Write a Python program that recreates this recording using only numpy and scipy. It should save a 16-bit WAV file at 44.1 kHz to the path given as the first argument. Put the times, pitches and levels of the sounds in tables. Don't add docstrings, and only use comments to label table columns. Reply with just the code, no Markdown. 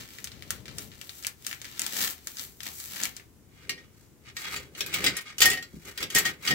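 import sys
import numpy as np
from scipy import signal
from scipy.fft import rfft, irfft, next_fast_len
from scipy.io import wavfile
from scipy.ndimage import uniform_filter1d

SR = 44100
rng = np.random.default_rng(int(sys.argv[2]) if len(sys.argv) > 2 else 0)


def generate_wav(signal):
    frames = np.transpose(np.atleast_2d(signal))
    scaled = np.clip(frames, -1, 1) * 32767
    pcm = np.round(scaled).astype(np.int16)
    wavfile.write(sys.argv[1], SR, pcm)


N = 288414
TIME = np.arange(N) / SR
BLOW = TIME[:SR // 3]

# f/Hz, level/dB, t60/s (the time to fade by 60 dB)
FRAME_TONES = [(1251, 3.5, 0.07), (1587, 2, 0.19), (2163, 4.5, 0.13), (2440, -4, 0.044), (2840, -3, 0.11),
               (2917, 5, 0.17), (3330, 9, 0.12), (3822, 10.5, 0.07), (4900, 3, 0.02), (4820, 15, 0.14),
               (6630, -21, 0.033), (6750, -40, 0.21), (7900, 13.5, 0.034)]
# f/Hz, level/dB
RUMBLE_COLOUR = [(25, -30), (55, -4.5), (95, 1), (160, -2), (280, -10), (600, -18), (1500, -38.5)]


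def amp(db):
    return 10 ** (np.asarray(db) / 20)


def unit(x):
    return x / np.sqrt(np.mean(x ** 2))


def crest(x):
    power = np.mean(np.atleast_2d(x) ** 2, axis=0)
    return x / np.sqrt(uniform_filter1d(power, size=132).max())


def colour(x, points):
    n = next_fast_len(x.shape[-1] + SR // 10) * 2
    hz, db = np.transpose(points)
    log_hz = np.log(np.arange(n // 2 + 1) * SR / n + 1)
    cepstrum = irfft(np.log(amp(np.interp(log_hz, np.log(hz), db))))
    cepstrum[1:n // 2] *= 2
    cepstrum[n // 2 + 1:] = 0
    return irfft(rfft(x, n) * np.exp(rfft(cepstrum)))[..., :x.shape[-1]]


def split(x, hz):
    return [signal.sosfilt(signal.butter(4, hz, kind, fs=SR, output="sos"), x)
            for kind in ("low", "high")]


def fade(t60):
    return np.exp(-np.log(1000) * BLOW / max(abs(t60), 1e-4))


def stereo_noise(n, apart):
    mid, side = rng.standard_normal((2, n))
    side = side - .6 * signal.lfilter(*signal.butter(1, 1500, fs=SR), side)
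    return unit(np.array([mid + apart * side, mid - apart * side]))


def place(x, left_db, lag_s):
    left, right = np.broadcast_to(x, (2, N))
    late_right = np.interp(TIME - lag_s, TIME, right)
    return np.array([left * amp(left_db / 2), late_right * amp(-left_db / 2)])


def add(track, s, sound):
    i = max(int(s * SR), 0)
    track[..., i:i + sound.shape[-1]] += sound[..., :N - i]


def ring(tones, scatter_db, spread, detune=0.0045):
    hz, db, t60 = np.transpose(tones)[:, :, None]
    size, shift, turn, skew = rng.standard_normal((4, len(tones), 1))
    pole = 2j * np.pi * hz * (1 + detune * shift) - np.log(1000) / t60
    swing = amp(db + scatter_db * size) * np.exp(pole * BLOW + 1j * np.pi * turn)
    return crest(np.array([(swing * np.exp(1j * side * spread * skew)).imag.sum(0) for side in (1, -1)]))


def grit(per_second, scatter_db, t60):
    size = amp(scatter_db * np.minimum(rng.exponential(size=N), np.pi))
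    slips = unit((rng.random(N) < per_second / SR) * size * rng.choice([-1, 1], N))
    energy = signal.fftconvolve(slips ** 2, fade(t60) ** 2)[:N]
    return unit(stereo_noise(N, 0.97) * np.sqrt(np.abs(energy)))


def swell(s, db, rise, fall, curve=1.237):
    away = np.maximum((s - TIME) / max(rise, .005), (TIME - s) / max(fall, .005))
    return amp(db - 20 * np.minimum(away, 10) ** curve)


def movements(rows):
    return np.sqrt(sum(swell(*row) ** 2 for row in rows))


def room_tone(level_db=-55.5):
    # f/Hz, level/dB
    room_colour = [(15, -28), (25, -20), (76, -7), (134, -7), (175, -13), (229, -14), (293, -17.5),
                   (335, -17.5), (373, -17), (405, -18.5), (607, -29.5), (4250, -42), (6740, -38),
                   (10400, -42), (16000, -40)]
    return place(unit(colour(stereo_noise(N, 1.0), room_colour)), left_db=2, lag_s=0) * amp(level_db)


def room_echo(x, t60, echo_db):
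    wash = stereo_noise(len(BLOW), 1) * fade(t60) * (1 - fade(0.0033))
    wash = colour(wash, [(100, 12.5), (2000, 5.5), (7000, -8.0), (16000, 0.0)])
    wash = wash / np.sqrt(np.sum(wash ** 2) / 2)
    return x + amp(echo_db) * signal.fftconvolve(x, wash, axes=1)[:, :N]


def flapping(level_db=-2):
    # t/s at the fastest, level/dB, rise/s, fall/s
    waves = [(0.0, -45.5, 0.05, 0.075), (0.48, -47.5, 0.49, 0.49), (0.79, -44.5, 0.45, 0.26)]
    air = unit(colour(stereo_noise(N, 0.82), RUMBLE_COLOUR)) * movements(waves)
    return place(air, left_db=6.5, lag_s=0.00015) * amp(level_db)


def desk(rub_db=-3, thud_db=-1, dull_db=-4):
    # f/Hz, level/dB, t60/s
    desk_tones = [(70, -3.5, 0.19), (129, -22, 0.25), (161, 4, 0.13), (207, 1, 0.13), (276, 6, 0.047),
                  (342.5, -4, 0.24), (407.5, 1.5, 0.14), (497, 2.5, 0.044)]
    # t/s at the heaviest, level/dB, rise/s, fall/s
    leans = [(3.71, -48, 0.1, 0.19), (4.6, -47.5, 0.34, 0.12), (4.85, -49, 0.43, 0.5),
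             (5.08, -34.5, 0.23, 0.11), (5.47, -35.5, 0.094, 0.16), (5.89, -44.5, 0.063, 0.056),
             (6.035, -38.5, 0.073, 0.088), (6.18, -38.5, 0.088, 0.24), (6.29, -42, 0.08, 0.077),
             (6.53, -31.5, 0.083, 0.2)]
    # t/s, level/dB, f/Hz above which the soft contact dulls the sound
    thuds = [(5.062, -29, 900), (5.425, -59, 1500), (5.446, -31, 1500), (5.734, -34, 250),
             (5.765, -33.5, 220), (6.155, -27, 700), (6.505, -22.5, 200)]
    top = ring(desk_tones, scatter_db=0, spread=.25)
    rumble = unit(signal.fftconvolve(rng.standard_normal((1, N)), top)[:, :N])
    rumble += amp(dull_db) * unit(colour(stereo_noise(N, 1.0), RUMBLE_COLOUR))
    out = rumble * movements(leans) * amp(rub_db)
    for s, db, hz in thuds:
        thud = ring(desk_tones, scatter_db=2, spread=.25) * (1 - fade(0.0054))
        add(out, s, amp(db + thud_db) * colour(thud, [(hz, 0), (2 * hz, -14)]))
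    return out


def sliding_film(crackle_db=-4, level_db=-2):
    # t/s at the fastest, level/dB, rise/s, fall/s, extra treble/dB
    pulls = [(0.005, -44.5, 0.045, 0.094, -2), (0.15, -51, 0.19, 0.27, 2), (0.32, -53, 0.024, 0.16, -11),
             (0.55, -51, 0.25, 0.13, -3), (0.69, -50.5, 0.036, 0.16, -25), (0.819, -50, 0.11, 0.11, 6),
             (0.925, -55, 0.034, 0.21, -12), (1.05, -56, 0.15, 0.13, 6), (1.19, -54, 0.25, 0.11, 9.5),
             (1.5, -48.5, 0.13, 0.13, 5.5), (1.68, -50, 0.15, 0.38, -1.5), (1.85, -43.5, 0.17, 0.42, 0.5),
             (2.023, -35.5, 0.16, 0.12, 5), (2.113, -47.5, 0.11, 0.046, 12), (2.3, -54.5, 0.11, 0.16, 9),
             (2.41, -48.5, 0.11, 0.14, 10), (2.665, -42, 0.051, 0.079, -1), (2.8, -53.5, 0.26, 0.37, 14.5),
             (3.047, -39.5, 0.25, 0.08, 1), (3.17, -54.5, 0.1, 0.1, -7)]
    # f/Hz, level/dB
    film_colour = [(100, -6), (200, -1.5), (400, -3.5), (600, -3), (760, 0), (980, -2.5), (2000, 1),
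                   (4000, 2), (7500, -6), (9500, -13), (13000, -7.5), (16000, -8)]
    speed = movements(row[:4] for row in pulls)
    shine = movements((s, db + extra, rise, fall) for s, db, rise, fall, extra in pulls)
    crackle = grit(per_second=150 * speed / speed.mean(), scatter_db=4.5, t60=.006)
    rustle = colour(stereo_noise(N, 0.75) + amp(crackle_db) * crackle, film_colour)
    body, treble = split(rustle, hz=7540)
    return (speed * unit(body) + shine * unit(treble)) * amp(level_db)


def creases(film_t60=0.088, pitch_db=8, shiver_db=-18.5, shiver_slope=0.6,
            firm_db=-16, dull_slope=0.72, level_db=-3):
    # t/s, level/dB, f/Hz of the pitch
    snaps = [(0.1856, -28.5, 1950), (0.2431, -23.5, 9500), (0.273, -29.5, 3460), (0.318, -37.5, 4000),
             (0.4232, -29.5, 2430), (0.5057, -15.5, 1350), (0.5356, -39, 2900), (0.6564, -33, 3060),
             (0.681, -31.5, 2450), (0.7842, -22.5, 8350), (0.917, -41, 3200), (1.014, -26.5, 2610),
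             (1.0938, -28.5, 4020), (1.2258, -36, 10000), (1.2367, -33, 5500), (1.248, -24, 2400),
             (1.268, -15.5, 7800), (1.4491, -36, 4460), (1.4665, -18.5, 9000), (1.513, -25, 2190),
             (1.5288, -24, 2150), (1.6161, -30, 5750), (1.6447, -29.5, 2290), (1.653, -28, 1950),
             (1.7947, -16, 6930), (1.8179, -18, 7700), (1.8647, -19.5, 9300), (2.0776, -20, 1790),
             (2.272, -21, 7370), (2.37, -31, 5200), (2.3848, -30, 5200), (2.3954, -26, 4740),
             (2.6051, -29, 3530), (2.6328, -30, 12300), (2.8011, -30.5, 7060), (2.965, -28.5, 1860),
             (3.0004, -27, 2040), (3.0351, -14.5, 6950), (3.0545, -18.5, 2240), (3.1662, -30.5, 7500),
             (3.198, -37.5, 2080)]
    # f/Hz, level/dB
    snap_colour = [(150, -13.5), (600, -4), (1000, -4.5), (1600, 2), (3000, 2.5), (7000, 5), (10000, -0.5),
                   (16000, -1.5)]
    out = np.zeros((2, N))
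    for s, db, hz in snaps:
        buckle = stereo_noise(len(BLOW), 0.93) * fade(.003)
        snap = colour(buckle, [(hz / 2.0, 0), (hz, pitch_db), (hz * 1.9, 0)])
        shiver = stereo_noise(len(BLOW), 0.93) * fade(film_t60)
        sound = amp(db) * crest(colour(snap, snap_colour))
        sound += amp(shiver_db + shiver_slope * db) * crest(colour(shiver, snap_colour))
        treble_db = dull_slope * min(db - firm_db, 0)
        add(out, s, amp(level_db) * colour(sound, [(hz * 1.17, 0), (hz * 5, treble_db)]))
    return out


def dragging(ring_db=-6, hollow_db=-1, rasp_db=-1):
    # t/s at the fastest, level/dB, rise/s, fall/s, extra for the rasp/dB
    shoves = [(3.615, -54.5, 0.13, 0.18, -7), (3.8, -57, 0.059, 0.15, -16), (4.0, -65.5, 0.11, 0.15, 6.5),
              (4.283, -47, 0.05, 0.052, -20), (4.41, -42, 0.057, 0.086, 4), (4.46, -37, 0.075, 0.083, -19),
              (4.533, -35.5, 0.11, 0.12, -2), (4.79, -42.5, 0.045, 0.12, 2),
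              (4.959, -32.5, 0.1, 0.17, -3.5), (5.075, -34, 0.14, 0.059, -4),
              (5.19, -37.5, 0.12, 0.043, -19), (5.278, -40.5, 0.031, 0.083, -17),
              (5.443, -27.5, 0.045, 0.12, 2), (5.78, -60.5, 0.16, 0.3, 4.5), (5.889, -41, 0.06, 0.059, 0),
              (6.02, -37, 0.062, 0.048, -2), (6.175, -24, 0.05, 0.054, 1), (6.278, -32, 0.081, 0.058, -3.5),
              (6.478, -27.5, 0.051, 0.085, -0.5)]
    # f/Hz, level/dB
    rub_colour = [(200, -14), (420, -30), (600, -15.5), (950, -11.5), (1400, -5.5), (2200, 1), (3200, -10),
                  (4500, -6), (8000, -14.5), (16000, -37.5)]
    # f/Hz, level/dB
    edge_colour = [(2000, -20.5), (4000, 2), (7700, 2), (9500, -4), (16000, -2.5)]
    speed = movements(row[:4] for row in shoves)
    bite = movements((s, db + extra, rise, fall) for s, db, rise, fall, extra in shoves)
    slips = grit(per_second=420, scatter_db=2.0, t60=0.039)
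    frames = ring(FRAME_TONES[:8], scatter_db=0, spread=.5)
    ringing = unit(signal.fftconvolve(slips, frames, axes=1)[:, :N])
    hollow = (unit(colour(slips, rub_colour)) + amp(ring_db) * ringing) * speed
    rasp = unit(colour(slips, edge_colour)) * bite
    return hollow * amp(hollow_db) + rasp * amp(rasp_db)


def contact_point(x, patchy_db):
    hz = np.geomspace(900, 16000, num=60)
    return colour(x, np.transpose([hz, patchy_db * rng.standard_normal(len(hz))]))


def knocks(clatter_t60=0.13, part_t60=0.08, crack_db=-4, frames_db=-5, part_db=-5,
           edge_db=16, shell_db=1, level_db=-7):
    # t/s, level/dB, hard edge/dB, shell ring/dB, f/Hz of the struck part
    hits = [(3.6938, -19.5, -22, -9.5, 2165), (3.7781, -43.5, -40, 0, 2340), (4.367, -26, -22, -6.5, 3950),
            (4.562, -22.5, -27, -30, 2550), (4.75, -35, -29, -19, 2970), (4.8064, -17.5, -21.5, -35, 2500),
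            (4.8622, -29.5, -12, -28, 2410), (4.9396, -17.5, -15, -39, 3570),
            (5.0414, -15, -15.5, -33, 2295), (5.0641, -10, -26, -38, 3190), (5.0795, -22, -13.5, -33, 5100),
            (5.1672, -26.5, -12, -5.5, 8140), (5.2098, -35, -18, -30, 2220),
            (5.3823, -25.5, -15, -34, 2940), (5.4046, -13.5, -14.5, -31, 4700),
            (5.4167, -8.5, -14.5, -4.5, 3480), (5.4203, -7.5, -17.5, -26, 3070),
            (5.4293, -14.5, -20, -25, 3000), (5.456, -13.5, -6.5, 3, 2080), (5.5008, -21, -11.5, -5, 6650),
            (5.5148, -18.5, -26, -32, 2640), (5.5324, -22.5, -17, -2, 2160), (5.5733, -31, -21, 4, 2240),
            (5.6255, -30, -21.5, -25, 4080), (5.8514, -45, -11, -19, 8200), (5.976, -26, -16.5, -12, 8200),
            (6.0278, -19, -21.5, -36, 2660), (6.102, -28.5, -18.5, -15, 3070),
            (6.1495, -15.5, -9, -8, 6930), (6.1605, -15.5, -14, -1, 6850), (6.1848, -17.5, -9, -2, 5260),
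            (6.2537, -19, -19.5, -1, 3135), (6.2621, -24.5, -23, -0.5, 2950), (6.475, -14, -41, -13, 5050),
            (6.5077, -16.5, -28, -3, 3240)]
    # f/Hz, level/dB
    plastic_colour = [(200, -9), (450, -6), (900, -9.5), (1400, -4), (2200, 5), (3200, 4.5), (4500, 0.5),
                      (7500, -5), (9500, -15.5), (16000, -13.5)]
    # f/Hz, level/dB, t60/s
    shell_tones = [(752, -20, .1), (1835, -7, .07), (1876, 0, .14), (1972, -9, .08), (3022, -14, .12),
                   (3872, -18, .1)]
    out = np.zeros((2, N))
    for s, db, edge, shell, hz in hits:
        clatter = stereo_noise(len(BLOW), 1.0) * (fade(clatter_t60) + amp(crack_db) * fade(0.0012))
        clatter = contact_point(clatter, patchy_db=4.5)
        body, treble = split(colour(clatter, plastic_colour), hz=8260)
        frames = ring(FRAME_TONES, scatter_db=4, spread=.7, detune=.04)
        part = ring([(hz, 0, part_t60)], scatter_db=0, spread=.5)
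        body = crest(crest(body) + amp(frames_db) * frames + amp(part_db) * part)
        hard = amp(edge + edge_db) * crest(treble * fade(0.19))
        hollow = amp(shell + shell_db) * ring(shell_tones, scatter_db=2, spread=.3, detune=.003)
        add(out, s, amp(db + level_db) * (body + hard + hollow))
    return out


def scene():
    # t/s, left minus right level/dB
    bag_side = [(0, 1.5), (.5, 5.5), (1.3, 4.5), (2, 4.5), (3.3, 4)]
    side_db = np.interp(TIME, *np.transpose(bag_side))
    bag = place(creases() + sliding_film(), side_db, lag_s=.0005)
    bag = room_echo(bag, t60=0.2, echo_db=-7.5)
    kit = place(knocks() + dragging(), left_db=2.0, lag_s=.00007)
    kit = room_echo(kit, t60=.25, echo_db=-12)
    return bag + kit + flapping() + desk() + room_tone()


def record(dry, low_hz=38, top_hz=15750):
    right = colour(dry[1], [(60, -0.5), (130, -8), (250, 1)])
    mics = signal.sosfilt(signal.butter(2, low_hz, "high", fs=SR, output="sos"), [dry[0], right])
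    rounded = .75 * np.tanh(mics / .75)
    return signal.sosfilt(signal.ellip(10, .2, 70, top_hz, fs=SR, output="sos"), rounded)


dry = scene()
out = record(dry)
generate_wav(out)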